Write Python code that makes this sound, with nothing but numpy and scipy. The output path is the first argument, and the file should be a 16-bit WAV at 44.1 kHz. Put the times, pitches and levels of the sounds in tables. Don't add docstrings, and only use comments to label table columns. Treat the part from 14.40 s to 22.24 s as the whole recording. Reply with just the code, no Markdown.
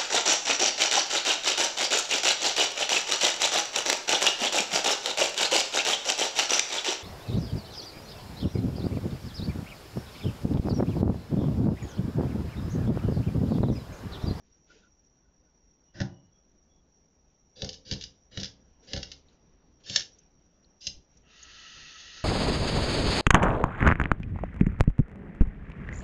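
import sys
import numpy as np
from scipy import signal
from scipy.io import wavfile
from scipy.ndimage import uniform_filter1d

SR = 44100
rng = np.random.default_rng(int(sys.argv[2]) if len(sys.argv) > 2 else 0)


def to_wav(s):
    ch = np.atleast_2d(s).T
    pcm = np.round(np.clip(ch, -1, 1) * 32767)
    wavfile.write(sys.argv[1], SR, pcm.astype(np.int16))


N = 345744
BAND_LIMIT_HZ = 7420

# f/Hz, level/dB
TOWN_SPECTRUM = [(12, -36), (20, -2.5), (75, 3.5), (102, -23.5), (135, -3), (297, -9), (930, -19.5),
                 (1150, -23.5), (2910, -31), (3420, -31.5), (5200, -35), (6760, -60), (11400, -120)]
INSECT_SPECTRUM = [(4000, -34), (5300, -25.5), (5520, -20.5), (5650, 5.5), (5800, -5), (5980, -10),
                   (6150, -18), (6400, -20.5), (6800, -23.5), (7400, -32)]
AIR_SPECTRUM = [(15, -6.5), (40, 2.5), (90, -9.5), (200, -20.5), (600, -25), (3000, -71)]
HISS_SPECTRUM = [(200, -13), (900, -16), (1150, -12), (1320, 0.5), (1520, -5), (1750, 1), (2050, -4),
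                 (2300, -8.5), (2700, 4), (3400, -3), (4200, -2), (5500, -7), (6600, -3.5), (7300, -28)]
FEATHER_SPECTRUM = [(100, -2), (450, 14), (900, -11.5), (1250, -12.5), (1450, 3), (1700, -1.5), (2700, 1.5),
                    (4500, -1), (6500, -0.5), (7400, -13.5)]
# t/s, level/dB
TOWN_DRIFT = [(0, -0.5), (3.6, -0.5), (4.4, 3.5), (5.2, 3), (6, 1.5)]
# t/s, length/s, f/Hz, level/dB
BIRD_NOTES = [(0.289, 0.046, 1426, -55), (0.41, 0.083, 1440, -64.5), (0.82, .11, 1476, -80),
              (1.05, 0.067, 1470, -78), (1.376, 0.62, 2925, -76), (1.884, 0.17, 3360, -81),
              (2.258, 0.19, 3380, -79.5)]
# f/Hz, width/Hz, level/dB
HISS_RESONANCES = [(1301, 35, 9.2), (1928, 24, 18), (2620, 76, 2.9), (3010, 100, 4.8), (4900, 70, 2.2)]
# t/s, length/s, level/dB
AIR_PUFFS = [(6.52, 0.13, -50), (6.77, .09, -59.5), (7.02, 0.24, -58.5), (7.32, 0.2, -52.5),
             (7.635, .1, -54), (7.74, .12, -53)]
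FEATHER_BRUSHES = [(0.01, .25, -77), (0.25, 0.28, -61.5), (4.415, 0.12, -60), (4.86, 0.17, -71.5),
                   (5.395, 0.051, -67), (5.447, 0.12, -57), (5.72, .18, -71), (6.69, 0.19, -72.5)]
# t/s, level/dB, f/Hz
SEED_TICKS = [(4.8847, -53.5, 4000), (5.7855, -49, 6070), (6.244, -53.5, 4200), (6.7718, -50, 5900),
              (7.0288, -35.5, 6400)]
# f/Hz, level/dB, t60/s
LEDGE_MODES = [(44.6, -1.5, 0.22), (71.4, 0, .25), (98.7, 2.5, 0.16), (137.9, -1, 0.16),
               (173.6, -2.5, 0.28), (197.5, 0.5, 0.16), (280.6, -9.5, 0.27), (345, -12, 0.22),
               (413.5, -7.5, 0.17), (446, 1, 0.07), (517, -4, 0.22), (568, 1.5, 0.2), (693.4, -13.5, 0.18),
               (770, -4, 0.16)]
# lowest f/Hz, highest f/Hz
LEDGE_GROUPS = [(85, 380), (0, 85), (380, 545), (545, 1000)]
# t/s, then level/dB of each of the four groups
LEDGE_BLOWS = [(1.605, -23.5, -51, -58, -41), (3.222, -34, -39, -34, -42.5), (3.513, -31, -36.5, -39, -59),
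               (3.973, -33.5, -56, -43, -56), (4.014, -38.5, -47, -50.5, -54.5),
               (4.534, -34, -39, -37, -42), (4.563, -39, -38.5, -52, -43.5),
               (5.497, -40.5, -72.5, -47.5, -53), (5.564, -53, -74.5, -48.5, -47.5),
               (6.465, -47.5, -49, -56.5, -57.5)]
# f/Hz, level/dB
SNAP_MODES = [(650, -21), (1776, -5.5), (2250, -13), (2850, -6), (3464, -8), (3684, 1), (4110, -1.5),
              (4340, -1.5), (4490, 1.5), (4870, -12), (5340, 3), (5689, -15), (6260, -2.5), (6850, -10)]
# f/Hz, level/dB
CLICK_SPECTRUM = [(100, -11), (600, -20), (1100, -31.5), (1500, -12), (1780, -7), (2050, -8.5),
                  (2550, -7.5), (2950, 3), (4400, 0), (5400, 2), (6300, -0.5), (7200, -13.5)]
# t/s, level/dB, ring f/Hz, low body level/dB, number of contacts
BEAK_CLICKS = [(1.6032, -25, 5180, 2.5, 2), (3.2203, -23, 4140, -18.5, 1), (3.246, -27.5, 5350, -17, 1),
               (3.2913, -25.5, 4770, -31, 1), (3.33, -35, 5070, -26.5, 2), (3.5128, -21, 4670, -17.5, 3),
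               (3.6116, -32, 3940, -23, 2), (3.6386, -28, 5400, -20.5, 1), (3.9742, -25, 3770, -4.5, 1),
               (3.9999, -29, 5000, -26, 2), (4.0328, -24, 5040, -14.5, 3), (4.534, -20.5, 4730, -10, 1),
               (4.5635, -27, 4420, -8.5, 2), (4.6303, -25.5, 4900, -12, 1), (4.7172, -31, 4630, -17, 1),
               (5.4982, -25, 2930, -28, 1), (5.575, -23.5, 6200, -29.5, 1), (5.5953, -25, 5430, -12.5, 3),
               (6.469, -19, 5370, -40, 1), (6.4727, -22, 5160, -32, 1)]


def amp(db):
    return 10 ** (np.asarray(db) / 20)


def unit_rms(x):
    return x / np.sqrt(np.mean(x ** 2) + 1e-20)


def level_at(spectrum, hz):
    f, db = np.transpose(spectrum)
    return np.interp(np.log(hz + 1), np.log(f + 1), db)


def add(mix, start, sound):
    part = mix[max(round(start * SR), 0):][:len(sound)]
    part += sound[:len(part)]


def coloured(x, shape_db):
    size = 2 * len(x)
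    log_gain = np.log(amp(shape_db(abs(np.fft.fftfreq(size, 1 / SR)))))
    response = np.exp(np.conj(signal.hilbert(log_gain)))
    return np.fft.ifft(np.fft.fft(x, size) * response).real[:len(x)]


def noise(shape_db, patchy_db, flicker_db):
    hz = np.fft.rfftfreq(2048, 1 / SR)
    real, imag, patches, flicker = rng.standard_normal((4, N // 512 + 5, len(hz)))
    patches = unit_rms(uniform_filter1d(uniform_filter1d(patches, size=6, axis=0), size=16, axis=1))
    flicker = unit_rms(uniform_filter1d(flicker[:, :1], size=3, axis=0))
    frames = (real + 1j * imag) * amp(shape_db(hz) + patchy_db * patches + flicker_db * flicker)
    return unit_rms(signal.istft(frames.T, nperseg=2048, noverlap=1536)[1][:N])


def scatter(envelope):
    taps = rng.standard_normal(len(envelope)) * envelope
    return taps / np.linalg.norm(taps)


def swells(rows, peak_share=.28):
    gain = np.zeros(N)
    for start, length, db in rows:
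        ramp = np.interp(np.linspace(0, 1, round(length * SR)), [0, peak_share, 1], [0, 1, 0])
        add(gain, start, amp(db) * np.sin(np.pi / 2 * ramp) ** 2)
    return gain


def town(level_db=-66):
    rumble = noise(lambda hz: level_at(TOWN_SPECTRUM, hz), patchy_db=1.5, flicker_db=.5)
    drift_db = np.interp(np.arange(N) / SR, *np.transpose(TOWN_DRIFT))
    return amp(level_db + drift_db) * rumble


def insects(level_db=-71.5):
    return amp(level_db) * noise(lambda hz: level_at(INSECT_SPECTRUM, hz), patchy_db=1.55, flicker_db=2)


def small_bird(blur_hz=45):
    out = np.zeros(N)
    for start, length, hz, db in BIRD_NOTES:
        t = np.arange(round(length * SR)) / SR
        blur = signal.lfilter(*signal.butter(2, blur_hz, fs=SR), rng.standard_normal((2, SR)))[:, -len(t):]
        phase = 2 * np.pi * hz * t
        note = unit_rms(blur[0] * np.cos(phase) + blur[1] * np.sin(phase))
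        add(out, start, amp(db) * np.hanning(len(t)) * note)
    return out


def hiss(start=6.82, treble_lag_s=.04, rise_s=.27, body_db=-51, treble_db=-50.5):
    def shape_db(hz, hz_outside):
        peaks = sum(db / (1 + (2 * (hz - f) / width) ** 2) for f, width, db in HISS_RESONANCES)
        return level_at(HISS_SPECTRUM, hz) + peaks - 40 * np.clip(hz_outside / 900, 0, 2)

    def fade_in(at):
        return 1 - np.exp(-np.maximum(np.arange(N) / SR - at, 0) / rise_s)

    body = noise(lambda hz: shape_db(hz, hz - 3200), patchy_db=1.4, flicker_db=.8)
    treble = noise(lambda hz: shape_db(hz, 3400 - hz), patchy_db=1.2, flicker_db=.8)
    return amp(body_db) * fade_in(start) * body + amp(treble_db) * fade_in(start + treble_lag_s) * treble


def air_puffs():
    return swells(AIR_PUFFS) * noise(lambda hz: level_at(AIR_SPECTRUM, hz), patchy_db=1.5, flicker_db=1)


def dove_shuffle():
    brush = noise(lambda hz: level_at(FEATHER_SPECTRUM, hz), patchy_db=1.5, flicker_db=1)
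    return swells(FEATHER_BRUSHES) * brush


def seed_ticks(relative_width=.045, gain_db=-10):
    out, t = np.zeros(N), np.arange(SR // 20) / SR
    for start, db, ring_hz in SEED_TICKS:
        contact = scatter(amp(-60 * t / .04))
        tick = coloured(contact, lambda hz: -16 * np.log10(1 + ((hz / ring_hz - 1) / relative_width) ** 2))
        add(out, start, amp(db + gain_db) * tick / np.std(tick[:SR // 200]))
    return out


def rush(blows, lead_s, lead_db, rise_db, tail_db, t60):
    ahead = SR // 8
    t = np.arange(-ahead, SR // 2) / SR
    swell = amp(lead_db + rise_db * t / lead_s) * np.clip((t + lead_s) / .0069, 0, 1)
    envelope = np.where(t < 0, swell, amp(tail_db - 60 * abs(t) / t60))
    taps = scatter(envelope) * np.linalg.norm(envelope) / np.sqrt(SR / 50)
    return signal.fftconvolve(blows, taps)[ahead:][:N]


def ledge_thumps(gain_db=-6, thud_db=-16, thud_t60=.25):
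    out, t = np.zeros(N), np.arange(SR // 2) / SR
    thud_band = signal.butter(4, [70, 850], "band", fs=SR, output="sos")
    for start, *levels_db in LEDGE_BLOWS:
        blow = np.zeros(len(t))
        for db, (low, high) in zip(levels_db, LEDGE_GROUPS):
            detune = 1 + .008 * rng.standard_normal(len(LEDGE_MODES))
            ring = sum((-1) ** k * amp(mode_db - 60 * t / t60) * np.sin(2 * np.pi * hz * detune[k] * t)
                       for k, (hz, mode_db, t60) in enumerate(LEDGE_MODES) if low < hz <= high)
            blow += amp(db + gain_db) * ring / np.std(ring[:SR // 30])
        thud = signal.sosfilt(thud_band, scatter(amp(-60 * t / thud_t60)))
        add(out, start, blow + amp(thud_db) * np.std(blow) * unit_rms(thud))
    return out


def seed_snap(start=5.5603, level_db=-15.5, ring_t60=.024, grit_db=-7, grit_s=.02):
    out, t = np.zeros(N), np.arange(SR // 10) / SR
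    envelope = amp(-60 * t / ring_t60) * (1 - np.exp(-t / .0002))
    ring = envelope * sum(amp(db) * np.sin(2 * np.pi * hz * t) for hz, db in SNAP_MODES)
    grit_band = signal.butter(3, [2600, 7000], "band", fs=SR, output="sos")
    grit = signal.sosfilt(grit_band, scatter(amp(-60 * (t / grit_s) ** 2)))
    snap = unit_rms(ring) + amp(grit_db) * unit_rms(grit)
    add(out, start, amp(level_db) * snap / np.std(snap[:SR // 200]))
    return out


def click(ring_hz, body_db, rattle_s=.019, echo_db=-4, ring_db=6, ring_octaves=.26):
    def shape_db(hz):
        ring = ring_db * np.exp(-(np.log2((hz + 1) / ring_hz) / ring_octaves) ** 2)
        body = np.clip(body_db + 22, -12, 26) / (1 + (hz / 2100) ** 6)
        treble_cut = 20 * np.clip((hz - BAND_LIMIT_HZ) / 2000, 0, 2)
        return level_at(CLICK_SPECTRUM, hz) + ring + body - treble_cut

    t = np.arange(SR // 20) / SR
    contact = scatter(amp(-60 * (t / rattle_s) ** 2))
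    contact[0] += 1
    echo_s = np.cumsum(rng.uniform(.0008, .0016, size=3))
    contact[(echo_s * SR).astype(int)] += amp(echo_db) * rng.choice([-1, 1], size=3)
    sound = coloured(contact, shape_db)
    return sound / np.std(sound[:SR // 200])


def beak_clicks(gain_db=-8, bounce_s=.0115, bounce_loss_db=3, rush_slope=.21):
    out, rush_feed = np.zeros(N), np.zeros(N)
    for start, first_db, ring_hz, body_db, contacts in BEAK_CLICKS:
        for k in range(round(contacts)):
            at, db = start + k * bounce_s, first_db - k * bounce_loss_db
            sound = amp(db + gain_db) * click(ring_hz, body_db)
            add(out, at, sound)
            add(rush_feed, at, amp(-rush_slope * (db + 25)) * sound)
    return out, rush_feed


def scene():
    clicks, rush_feed = beak_clicks()
    thumps, snap = ledge_thumps(), seed_snap()
    rushes = rush(rush_feed, lead_s=.066, lead_db=-12, rise_db=8, tail_db=-4.5, t60=.24)
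    rushes += rush(thumps, lead_s=.067, lead_db=-13, rise_db=9.5, tail_db=-6, t60=.44)
    rushes += rush(snap, lead_s=.105, lead_db=-11.5, rise_db=18, tail_db=-4.5, t60=.19)
    close = clicks + thumps + snap + seed_ticks() + dove_shuffle()
    background = town() + insects() + air_puffs() + hiss() + small_bird()
    return (background + rushes + close)[None]


def record(dry):
    lowpass = signal.firwin(301, BAND_LIMIT_HZ, window=("kaiser", 8), fs=SR)
    return signal.oaconvolve(dry, lowpass[None], "same")


dry = scene()
out = record(dry)
to_wav(out)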